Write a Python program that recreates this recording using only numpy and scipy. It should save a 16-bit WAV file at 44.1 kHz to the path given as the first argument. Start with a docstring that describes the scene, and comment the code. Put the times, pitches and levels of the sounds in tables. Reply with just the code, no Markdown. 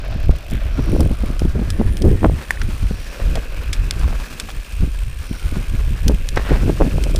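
"""Wind rumbles and buffets on a chest-worn microphone as a mountain bike coasts fast down a dirt forest trail.
The air is shaped noise with kicks and single swings of pressure; tyres, scrubs and rims are filtered grains.
Struck modes make the stones and knocks, and filtered contacts make chain and cables snap on the frame.
The freehub ticks and buzzes through pawl clicks, and near the end a tyre scrubs through loose dirt."""
import sys
import numpy as np
from scipy import signal
from scipy.fft import rfft, irfft, next_fast_len
from scipy.io import wavfile
from scipy.ndimage import uniform_filter1d, map_coordinates

SR = 44100
rng = np.random.default_rng(int(sys.argv[2]) if len(sys.argv) > 2 else 0)


def wav_out(sig):
    """Save sig, one row per channel (or a flat mono array), as 16-bit PCM at SR to the path in sys.argv[1]."""
    wavfile.write(sys.argv[1], SR, np.round(np.clip(np.atleast_2d(sig).T, -1, 1) * 32767).astype(np.int16))


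N = 317079
T = np.arange(N) / SR

# Levels are relative: trims in the functions may shift them. Every spectrum is brought to rms 1.
# Air past the microphone, slack where the rider is sheltered or unweighted.
# Each row: time in seconds, rumble in dB.
WIND_FLOW = [(0, -29), (.28, -17), (.43, -32.5), (.57, -17.5), (1.72, -21), (2.28, -15), (2.42, -37),
             (2.63, -19.5), (2.92, -19.5), (3.1, -32.5), (3.38, -23), (3.53, -27), (4.19, -18),
             (4.31, -37.5), (4.69, -32), (4.86, -18), (5.16, -26.5), (5.39, -28.5), (5.58, -20.5),
             (7.19, -18.5)]
# How broken the flow is. Each row: time in seconds, flutter in dB.
TURBULENCE = [(0, -45.5), (.28, -38), (.43, -52), (.55, -46.5), (.97, -22.5), (1.17, -39.5), (1.55, -39.5),
              (1.93, -30), (2.1, -20.5), (2.43, -46), (2.66, -37.5), (3.07, -51), (3.3, -33.5), (3.53, -50),
              (4.07, -32), (4.33, -44), (5.18, -57), (5.5, -44), (6.25, -42.5), (6.6, -30), (7.19, -32.5)]
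# Big eddies. Each row: frequency in Hz, level in dB per Hz.
RUMBLE_SPECTRUM = [(8, -18), (18, -4.5), (28, -2), (52, -3), (72, -8.5), (100, -13), (160, -23), (300, -80)]
# Small eddies. Each row: frequency in Hz, level in dB per Hz.
FLUTTER_SPECTRUM = [(40, -10), (85, -3), (140, -3), (200, -3), (300, -10), (500, -22), (800, -42),
                    (1600, -77)]
# Small eddies popping in strong flow. Each row: frequency in Hz, level in dB per Hz.
RASP_SPECTRUM = [(150, -29), (350, 1.5), (600, -16), (1000, -34), (2500, -50)]
# Deep thumps of air as the body pumps through dips. Each row: centre in seconds, rumble in dB, half length in seconds.
GUSTS = [(.3, -8.5, 0.0099), (1.0, -15, 0.02), (1.125, -14.5, 0.0088), (1.46, -17, 0.051),
         (1.86, -17, 0.062), (2.85, -13, 0.0091), (3.265, -16, 0.047), (3.801, -14.5, 0.023),
         (4.05, -14, 0.028), (4.59, -23.5, 0.027), (4.82, -14, 0.022), (5.46, -17, 0.018),
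         (5.73, -24, 0.018), (5.87, -20, 0.0099), (6.1, -14, 0.062), (6.53, -10, 0.017),
         (6.82, -15.5, 0.029), (7.17, -13.5, 0.011)]
# The flow lets go of the microphone for a moment. Each entry: centre in seconds.
LULL_TIMES = [1.17, 1.95, 2.19, 2.45, 2.78, 3.15, 3.94, 4.27, 4.67, 5.654, 5.985, 6.77]
LULL_DB, LULL_HALF_S = -10.5, .026
# Eddies that hit the microphone as the rider is jolted.
# Each row: centre in seconds, level in dB, length in seconds, upper edge in Hz.
BUFFETS = [(0.163, -17, 0.0029, 199), (0.298, -18.5, 0.006, 200), (0.549, -19, 0.031, 166),
           (0.792, -14.5, 0.014, 222), (0.893, -16.5, 0.0096, 220), (0.937, -16, 0.013, 253),
           (1.006, -10, 0.007, 330), (1.061, -12.5, 0.013, 211), (1.113, -15, 0.0053, 227),
           (1.241, -17, 0.0057, 254), (1.303, -15.5, 0.004, 161), (1.455, -12.5, 0.01, 229),
           (1.558, -11, 0.0063, 200), (1.594, -13.5, 0.0038, 190), (1.62, -16, 0.0067, 250),
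           (1.805, -10.5, 0.013, 250), (2.024, -14, 0.0069, 230), (2.068, -14, 0.027, 270),
           (2.249, -11.5, 0.028, 320), (2.319, -14.5, 0.0041, 219), (2.69, -19, 0.0061, 179),
           (2.834, -16, 0.0074, 95), (2.914, -14, 0.0046, 240), (4.834, -13, 0.011, 142),
           (4.875, -21, 0.0044, 149), (5.313, -15, 0.005, 155), (5.525, -15.5, 0.005, 116),
           (5.571, -16, 0.0063, 146), (5.611, -16, 0.0038, 129), (5.744, -16, 0.012, 122),
           (5.919, -19.5, 0.014, 105), (6.071, -13, 0.011, 158), (6.1, -14, 0.017, 396),
           (6.145, -18, 0.0044, 200), (6.517, -9.5, 0.0088, 322), (6.636, -13.5, 0.0032, 293),
           (6.696, -10.5, 0.011, 338), (6.815, -10.5, 0.0089, 420), (6.865, -14.5, 0.02, 240),
           (7.067, -18.5, 0.0023, 443), (7.149, -16, 0.0027, 454)]
# the flutter that trails each buffet
WAKE_DB, WAKE_HALF_S, WAKE_LAG_S = -19.5, 0.024, 0.005
# flow calmer than BROKEN_DB loses the top of its rumble
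SMOOTH_HZ, SMOOTH_DB_PER_DB, BROKEN_DB = 74, 0.16, -30
# Tight single vortices in the hardest jolts. Each row: centre in seconds, peak in dB, pitch in Hz.
POPS = [(0.2944, -9, 191), (0.7931, -14, 210), (0.9642, -14, 230), (1.42, -9, 167), (1.8141, -7.5, 230),
        (2.0516, -12.5, 190), (2.0689, -14, 180), (2.2317, -11, 350), (2.2438, -1.5, 250),
        (2.2467, -0.5, 473), (2.2561, -10, 310), (2.2608, -7, 330), (2.2977, -10, 220), (6.8042, -10, 270),
        (6.811, -5.5, 290), (6.8203, -3, 310), (6.8293, -13, 280), (6.9832, -12, 250)]
# Soft airy swishes over the tyre noise. Each row: centre in seconds, level in dB, half length in seconds.
SWISHES = [(.88, -49.5, 0.16), (3.05, -50, 0.2), (5.34, -48.5, 0.098)]
# Hiss of a swish. Each row: frequency in Hz, level in dB per Hz.
SWISH_SPECTRUM = [(2500, -27), (4000, 5), (5000, 2), (5750, 10), (6500, -13), (10000, -35)]

# Tyres on the ground. 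Each row: time in seconds, crunch of soil in dB, hiss of needles and grit in dB.
TYRE_LEVELS = [(0, -40, -44.5), (.3, -38.5, -44), (.47, -43.5, -47), (.75, -37, -48), (.95, -37, -44.5),
               (1.12, -39.5, -46.5), (1.62, -37.5, -47.5), (1.9, -39, -50), (2.5, -37.5, -44.5),
               (2.85, -39.5, -45.5), (3.15, -35, -42.5), (3.7, -37.5, -46), (4.22, -36, -41),
               (4.7, -41, -44.5), (5.15, -41, -47), (5.45, -38.5, -45), (6.3, -39.5, -45.5),
               (6.6, -36, -41.5), (7.19, -39, -42)]
# Crushed soil. Each row: frequency in Hz, level in dB per Hz.
SOIL_SPECTRUM = [(270, 7), (600, 3.5), (850, -0.5), (1100, 3), (1700, 0.5), (2000, -2), (2500, -0.5),
                 (3100, -8.5), (4200, -9.5), (9000, -31)]
# Flicked grit. Each row: frequency in Hz, level in dB per Hz.
GRIT_SPECTRUM = [(1500, -45), (3000, 0.5), (4600, 0.5), (5700, -1), (6600, -3.5), (9000, -4.5),
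                 (12000, -9.5), (15000, -9)]
# the crunch has a centre that wanders with the soil, by a fraction of its pitch
CRUNCH_HZ, CRUNCH_WIDTH_HZ, CRUNCH_WANDER = 1567, 335, 0.087
# the finest grit starts faint and comes in as the bike picks up speed
FINE_HZ, FINE_START_DB, PICK_UP_S = 6000, -15, 0.52
# Tread knobs drumming on packed dirt. Each row: time in seconds, level in dB.
TREAD_LEVEL = [(0, -45), (.15, -40), (.45, -45.5), (.65, -43), (2.9, -55), (3.25, -40), (3.6, -46.5),
               (4.15, -56), (4.6, -70), (7.19, -37.5)]
# The drumming glides down in pitch. Each row: time in seconds, pitch in Hz.
TREAD_PITCH = [(.8, 620), (3.2, 532)]
TREAD_WIDTH_HZ = 200
# Tread drumming harder over roots and stones. Each row: centre in seconds, level in dB.
ROOTS = [(.13, -32.5), (3.2, -27), (3.36, -26), (3.379, -23.5)]
ROOT_HALF_S = 0.0057
# Loose stones knocked aside by the tyres. Each row: start in seconds, level in dB, pitch in Hz.
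STONES = [(4.013, -24, 1300), (4.034, -19, 1250), (4.079, -18, 620), (4.128, -18, 680), (4.2, -22, 1250),
          (4.488, -21, 1150)]
# A tyre scrubbing sideways or breaking clods. Each row: centre in seconds, level in dB, half length in seconds.
SCRUBS = [(3.21, -35.5, 0.015), (3.369, -32, 0.013), (4.14, -43, 0.072), (6.3745, -14.5, 0.0033),
          (6.385, -28.5, 0.027), (6.525, -27.5, 0.066)]
# Torn ground. Each row: frequency in Hz, level in dB per Hz.
SCRUB_SPECTRUM = [(200, 7), (500, 6.5), (1000, 2), (1900, 1), (2700, -7), (5000, -16), (8000, -26),
                  (15000, -55)]
# Side knobs biting into a turn. Each row: start in seconds, level in dB, fade in seconds.
SCRAPES = [(.505, -35, 0.14), (6.445, -28, 0.044)]
# Raked grit. Each row: frequency in Hz, level in dB per Hz.
SCRAPE_SPECTRUM = [(1000, -11), (1500, 0.5), (3600, -5.5), (4800, -28)]

# The rims sing with the grit under them. 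Each row: time in seconds, level in dB.
RIM_LEVEL = [(0, -48.5), (1.9, -57), (3.6, -43.5), (5.2, -51), (7.19, -44.5)]
RIM_HZ, RIM_WIDTH_HZ = 2557, 490
# The freehub slips faster or slower as wheel and cranks turn. Each row: time in seconds, pawl clicks a second.
PAWL_RATE = [(0, 31), (.17, 33), (.38, 42), (.45, 55), (.75, 67), (.91, 47), (1, 58), (1.06, 44),
             (1.15, 56), (1.4, 56), (1.75, 122), (2.08, 73), (2.32, 120), (2.7, 66), (3.25, 72), (3.55, 45),
             (4.25, 39), (4.83, 75), (5.1, 62), (5.45, 98), (5.6, 73), (6.1, 70), (6.5, 107), (7.19, 105)]
# How hard the pawls strike. Each row: time in seconds, ticks in dB, steel ping in dB relative to the ticks.
PAWL_LEVEL = [(0, -50, -21), (.33, -51, -25), (.5, -46, -30), (.8, -51, -18), (.9, -47.5, -1.5),
              (1.36, -49, -8), (1.56, -55, -9), (1.94, -49, 0), (2.35, -48, -7), (2.85, -50, -3),
              (3.6, -49.5, -21), (4.1, -51, -14), (4.85, -48, -4.5), (5.5, -47, -5.5), (6.2, -47.5, -12),
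              (7.19, -48, -6)]
# The steel ring's ping shifts with load. Each row: time in seconds, mean pitch in Hz.
PING_PITCH = [(.9, 9350), (1.85, 9600), (2.2, 8580), (2.6, 9080), (4.8, 8880), (5.15, 8540), (5.45, 9300),
              (5.8, 8550), (7.19, 8630)]
# The hub shell. Each row: frequency in Hz, level in dB per Hz.
HUB_SPECTRUM = [(1550, -57), (2050, 20), (2650, 17), (3300, 19), (4500, 2.5), (7000, 8.5), (8200, 6.5),
                (11000, 6), (13200, 2), (14200, 9), (15200, -2), (17000, -25)]
# Hollow knocks of the bike over roots. Each row: start in seconds, level in dB.
KNOCKS = [(2.5069, -2), (2.573, -22.5)]
# Modes of a knock. Each row: frequency in Hz, level in dB, t60 in seconds.
KNOCK_MODES = [(1140, 0.5, 0.0044), (1650, -3.5, 0.0072), (1800, -2, 0.012)]
# Chain and cables snapping on the frame.
# Each row: start in seconds, level in dB, brightness in dB per octave, rattle t60 in seconds.
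SNAPS = [(0.51, -13, 11, 0.023), (1.006, -11, 4.5, 0.018), (1.394, -16.5, -1, 0.02),
         (1.7031, -12, 0.5, 0.024), (1.97, -15.5, 3, 0.015), (2.0202, -15.5, 0.5, 0.027),
         (2.507, -7.5, 6.5, 0.026), (2.616, -11.5, -8.5, 0.026), (3.355, -14, -1.5, 0.027),
         (3.73, -7.5, -0.5, 0.05), (3.9093, -3.5, 1, 0.0065), (3.994, -22, 4, 0.022),
         (4.399, -8, 0.5, 0.029), (4.503, -21, -7, 0.014), (6.0809, -3, 3.5, 0.021),
         (6.2886, -10.5, 1, 0.015), (6.3597, -17.5, 3, 0.02), (7.038, -12.5, 0, 0.015),
         (7.16, -10, 2.5, 0.026)]
# What the frame makes of a snap. Each row: frequency in Hz, level in dB per Hz.
FRAME_SPECTRUM = [(400, -21), (1000, -4), (1450, 9), (2200, 9.5), (2800, 5.5), (3300, 15), (4200, 6.5),
                  (5100, 13), (6600, 5), (9000, 4), (11000, 0.5), (14500, -15), (16500, 5)]
EDGE_HZ = 15400  # top of the band


def gain_of(db):
    """Decibels to amplitude."""
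    return 10 ** (np.asarray(db) / 20)


def evened(x):
    """Scales to rms 1."""
    return x / np.sqrt(np.mean(x ** 2) + 1e-20)


def read(points, hz):
    """A spectrum table in dB, joined on a log-frequency axis."""
    f, db = np.transpose(points)
    return np.interp(np.log(hz + 1), np.log(f + 1), db)


def curves(rows):
    """Each column of a time table, at every sample."""
    s, *columns = np.transpose(rows)
    return [np.interp(T, s, c) for c in columns]


def add(mix, s, sound):
    """Mixes a sound in at time s."""
    part = mix[max(round(s * SR), 0):][:len(sound)]
    part += sound[:len(part)]


def coloured(x, spectrum):
    """Gives x a spectrum, at rms 1."""
    size = next_fast_len(N)
    gain = gain_of(read(spectrum, np.fft.rfftfreq(size, 1 / SR)))
    return evened(irfft(rfft(x, size) * gain, size)[:N])


def drift(per_s):
    """Smooth chance of rms 1, through per_s random points a second."""
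    return evened(map_coordinates(rng.standard_normal(4096), [T * per_s], order=2, mode="wrap"))


def steadied(x, size):
    """Evens out the swells of a noise over size samples."""
    power = abs(signal.hilbert(x, next_fast_len(N))[:N]) ** 2
    smooth_power = uniform_filter1d(uniform_filter1d(power, size), size)
    return evened(x / np.sqrt(smooth_power + 1e-6))


def grains(per_s, spread_db):
    """Random tiny impacts, a few of them large."""
    size = gain_of(spread_db * np.minimum(rng.exponential(1, N), 4))
    return evened(size * rng.choice([-1, 1], N) * (rng.random(N) < per_s / SR))


def swells(rows):
    """Rounded bumps of level, down to half at the half length."""
    return sum(gain_of(db) / (1 + np.square(np.square((T - s) / half))) for s, db, half in rows)


def resonate(x, hz, width):
    """A steep resonance whose centre may move, at rms 1."""
    turn = np.exp(2j * np.pi * np.cumsum(hz * np.ones(N)) / SR)
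    r = np.exp(-np.pi * width / SR)
    # shift the centre down to 0 Hz, smooth, and shift back
    smooth = signal.lfilter([1], [1, -2 * r, r * r], x / turn + 1e-18)
    return evened((turn * smooth).real)


def ring(modes, t):
    """Dying modes of a struck part."""
    return sum(gain_of(db - 60 * t / t60) * np.sin(2 * np.pi * hz * t) for hz, db, t60 in modes)


def wind(rumble_db=3.0, flutter_db=1.0, lumpy_db=4, rasp_db=-8.5, rasp_growth=0.72,
         gust_flutter_db=-25, surge_db=2.0, flutter_surge_db=3.0):
    """Big eddies rumble in bumps and lulls; small ones flutter, trail buffets and pop apart in stronger flow."""
    [flow_db], [broken_db] = curves(WIND_FLOW), curves(TURBULENCE)
    surge, gusts = drift(20), swells(GUSTS)
    lull_db = LULL_DB * swells([(s, 0, LULL_HALF_S) for s in LULL_TIMES])
    wakes = swells([(s + WAKE_LAG_S, db + WAKE_DB, WAKE_HALF_S) for s, db, _, _ in BUFFETS])
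    slow = np.hypot(gain_of(flow_db + lull_db + surge_db * surge), gusts)
    fast = np.hypot(gain_of(broken_db + lull_db + flutter_surge_db * surge),
                    wakes + gain_of(gust_flutter_db) * gusts)

    rumble = steadied(coloured(rng.standard_normal(N), RUMBLE_SPECTRUM), size=1600)
    deep = signal.sosfiltfilt(signal.butter(3, SMOOTH_HZ, fs=SR, output="sos"), rumble)
    top_db = SMOOTH_DB_PER_DB * (broken_db - BROKEN_DB) + flutter_surge_db * (surge - 1)
    rumble = deep + (rumble - deep) * gain_of(np.minimum(top_db, 0))

    lumps = gain_of(lumpy_db * drift(70))
    flutter = steadied(coloured(rng.standard_normal(N), FLUTTER_SPECTRUM) * lumps, size=2400)
    rasp = coloured(grains(130, 0.71), RASP_SPECTRUM) * gain_of(rasp_db + rasp_growth * (broken_db + 28.5))
    return gain_of(rumble_db) * slow * rumble + gain_of(flutter_db) * fast * (flutter + rasp)


def buffets(level_db=-3, low_hz=110, steepness=3.0, kick=0.58):
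    """Each eddy is one hard kick of pressure in a short flurry of lesser ones; sharper ones reach higher."""
    out, t = np.zeros(N), (np.arange(8192) - 4096) / SR
    hz = np.fft.rfftfreq(len(t), 1 / SR)
    for s, db, length, edge_hz in BUFFETS:
        low_cut = (1j * hz / (1j * hz + low_hz)) ** 2
        colour = low_cut / np.sqrt(1 + (hz / edge_hz) ** (2 * steepness))
        swell = 1 / (1 + (t / length) ** 4)
        kicks = rng.standard_normal(len(t)) * (rng.random(len(t)) < 500 / SR) * swell
        kicks /= np.linalg.norm(kicks) + 1e-9
        kicks[len(t) // 2] += kick * rng.choice([-1, 1])
        puff = irfft(rfft(kicks) * colour)
        # energy in proportion to length
        puff *= np.sqrt(1.88 * length * SR / np.sum(puff ** 2))
        add(out, s + t[0], gain_of(db + level_db) * puff)
    return out


def pops():
    """A passing vortex pushes the diaphragm, then pulls it: one smooth swing of pressure, quicker when tight."""
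    out, t = np.zeros(N), np.arange(-1024, 1024) / SR
    for s, db, hz in POPS:
        u = 2 * np.pi * hz * t
        swing = -u / np.square(1 + u * u)
        add(out, s + t[0], gain_of(db) * swing / swing.max())
    return out


def swishes():
    """Smooth, bright hiss that comes and goes."""
    return swells(SWISHES) * coloured(rng.standard_normal(N), SWISH_SPECTRUM)


def drumming(per_s, spread_db):
    """Knob strikes ringing the tyre casing."""
    [hz] = curves(TREAD_PITCH)
    return resonate(grains(per_s, spread_db), hz, TREAD_WIDTH_HZ)


def tyres(soil_db=-2.5, centre_db=-8.0, grit_db=-1.5, soil_patchy_db=1.7, grit_patchy_db=1.6):
    """Knobs crush soil and flick grit in dense grains, and drum where the ground is packed."""
    crunch_db, hiss_db = curves(TYRE_LEVELS)
    [tread_db] = curves(TREAD_LEVEL)
    ground = drift(45)  # patches shared by soil and grit
    # two layers, each with its own patches
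    soil = sum(coloured(grains(1300, 3.03), SOIL_SPECTRUM) * gain_of(soil_patchy_db * drift(25)) for _ in range(2))
    centre_hz = CRUNCH_HZ * (1 + CRUNCH_WANDER * drift(5))
    centre = resonate(grains(1200, 1.9), centre_hz, CRUNCH_WIDTH_HZ)
    soil = evened(soil) + gain_of(centre_db) * centre
    soil *= gain_of(crunch_db + soil_db + soil_patchy_db * ground)

    grit = evened(coloured(grains(9000, 4.6), GRIT_SPECTRUM) * gain_of(grit_patchy_db * ground))
    grit *= gain_of(hiss_db + grit_db)
    fine = signal.sosfiltfilt(signal.butter(4, FINE_HZ, "high", fs=SR, output="sos"), grit)
    grit = grit - fine + fine * gain_of(FINE_START_DB * np.exp(-T / PICK_UP_S))
    return soil + grit + gain_of(tread_db) * drumming(260, 4.5)


def roots():
    """A root squeezes the tread and it drums briefly."""
    return swells([(s, db, ROOT_HALF_S) for s, db in ROOTS]) * drumming(2000, 0.96)


def stones():
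    """A stone knocks the tyre and drags along a trickle of softer ones, each at its own pitch."""
    out, t = np.zeros(N), np.arange(2048) / SR
    for s, db, hz in STONES:
        modes = [(hz, db, .007), (hz * 2.1, db - 6, .005)]
        add(out, s, ring(modes, t))
        # nine followers; a higher pitch also dies sooner
        for delay, shift in rng.uniform((0, .7), (.035, 1.4), (9, 2)):
            add(out, s + delay, .5 * np.exp(-delay / .03) * ring(modes, t * shift))
    return out


def scrubs():
    """A sliding tyre tears a burst of coarse grains from the ground."""
    return swells(SCRUBS) * coloured(grains(2200, 3.9), SCRUB_SPECTRUM)


def scrape():
    """Side knobs catch abruptly and rake coarse grit, fading as the tyre finds grip."""
    level = np.zeros(N)
    for s, db, fade in SCRAPES:
        catch = np.clip((T - s) / .025, 0, 1)
        level += catch * np.exp(-abs(T - s) / fade) * gain_of(db)
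    return level * coloured(grains(600, 2.5), SCRAPE_SPECTRUM)


def rims():
    """Grit keeps one narrow resonance of the wheels ringing unevenly."""
    [level_db] = curves(RIM_LEVEL)
    return gain_of(level_db) * resonate(grains(900, 4.8), RIM_HZ, RIM_WIDTH_HZ)


def knocks(level_db=4, rise=0.00045):
    """Short hollow clacks, their edge softened by rubber."""
    out, t = np.zeros(N), np.arange(2048) / SR
    soft_edge = 1 - np.exp(-(t / rise) ** 2)
    for s, db in KNOCKS:
        add(out, s, gain_of(db + level_db) * ring(KNOCK_MODES, t) * soft_edge)
    return out


def snaps(level_db=12, rattle_db=-17.0, air_db=-41, air_t60=0.021, rebound=0.32):
    """A hard contact, a quick rebound and a few milliseconds of chatter, coloured by the frame."""
    out, t = np.zeros(N), np.arange(4096) / SR
    hz = abs(np.fft.fftfreq(len(t), 1 / SR))
    for s, db, bright, t60 in SNAPS:
        colour_db = read(FRAME_SPECTRUM, hz) + bright * np.log2((hz + 500) / 5500)
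        # minimum phase: the frame answers only after the contact
        causal = np.exp(np.conj(signal.hilbert(np.log(gain_of(colour_db)))))
        fading = gain_of(rattle_db - 60 * t / t60) + gain_of(air_db - 60 * t / air_t60)
        blow = rng.standard_normal(len(t)) * fading
        blow[0] += 1
        blow[rng.integers(40, 160)] += rebound  # 1 to 4 ms later
        snap = np.fft.ifft(np.fft.fft(blow) * causal).real
        add(out, s + 0.00039, gain_of(db + level_db) * snap / np.linalg.norm(snap))
    return out


def freehub(level_db=0.5, ping_db=-1.5, uneven_db=3.0, tail=0.44, tick_s=0.0014, tail_s=.005):
    """Pawls drop off ratchet teeth: each has its own chatter, which sounds the hub shell and pings the steel ring."""
    [rate], [ping_hz] = curves(PAWL_RATE), curves(PING_PITCH)
    hub_db, steel_db = curves(PAWL_LEVEL)
    teeth = np.diff(np.round(np.cumsum(rate) / SR), prepend=0)
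    # quicker clicks are softer
    drops = teeth * gain_of(uneven_db * rng.standard_normal(N)) / np.sqrt(rate)
    t = np.arange(1300) / SR
    tick = t / tick_s * np.exp(-t / tick_s) + tail * np.exp(-t / tail_s)
    pawl = np.cumsum(teeth) % 6  # six pawls take turns
    chatter = np.zeros(N)
    for k in np.unique(pawl):
        pawl_sound = tick * rng.standard_normal(len(t))
        chatter += signal.oaconvolve(drops * (pawl == k), pawl_sound)[:N]
    # the ping also wavers, slowly and from tooth to tooth
    pitch = ping_hz * (1 + .018 * drift(40) + .045 * drift(1100))
    envelope = signal.oaconvolve(drops, tick)[:N]
    ping = evened(envelope * np.sin(2 * np.pi * np.cumsum(pitch) / SR))
    return gain_of(hub_db + level_db) * (coloured(chatter, HUB_SPECTRUM) + gain_of(steel_db + ping_db) * ping)


def scene():
    """Air, ground and bike at one microphone."""
    air = wind() + buffets() + pops() + swishes()
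    ground = tyres() + roots() + stones() + scrubs() + scrape()
    bike = rims() + knocks() + snaps() + freehub()
    return (air + ground + bike)[None]


def record(dry):
    """The loudest peaks are rounded off; then the band limit."""
    rounded = dry / (1 + abs(dry) ** 6) ** (1 / 6)
    low_pass = signal.firwin(501, EDGE_HZ, window=("kaiser", 8), fs=SR)
    return signal.oaconvolve(rounded, low_pass[None], "same")


dry = scene()
out = record(dry)
wav_out(out)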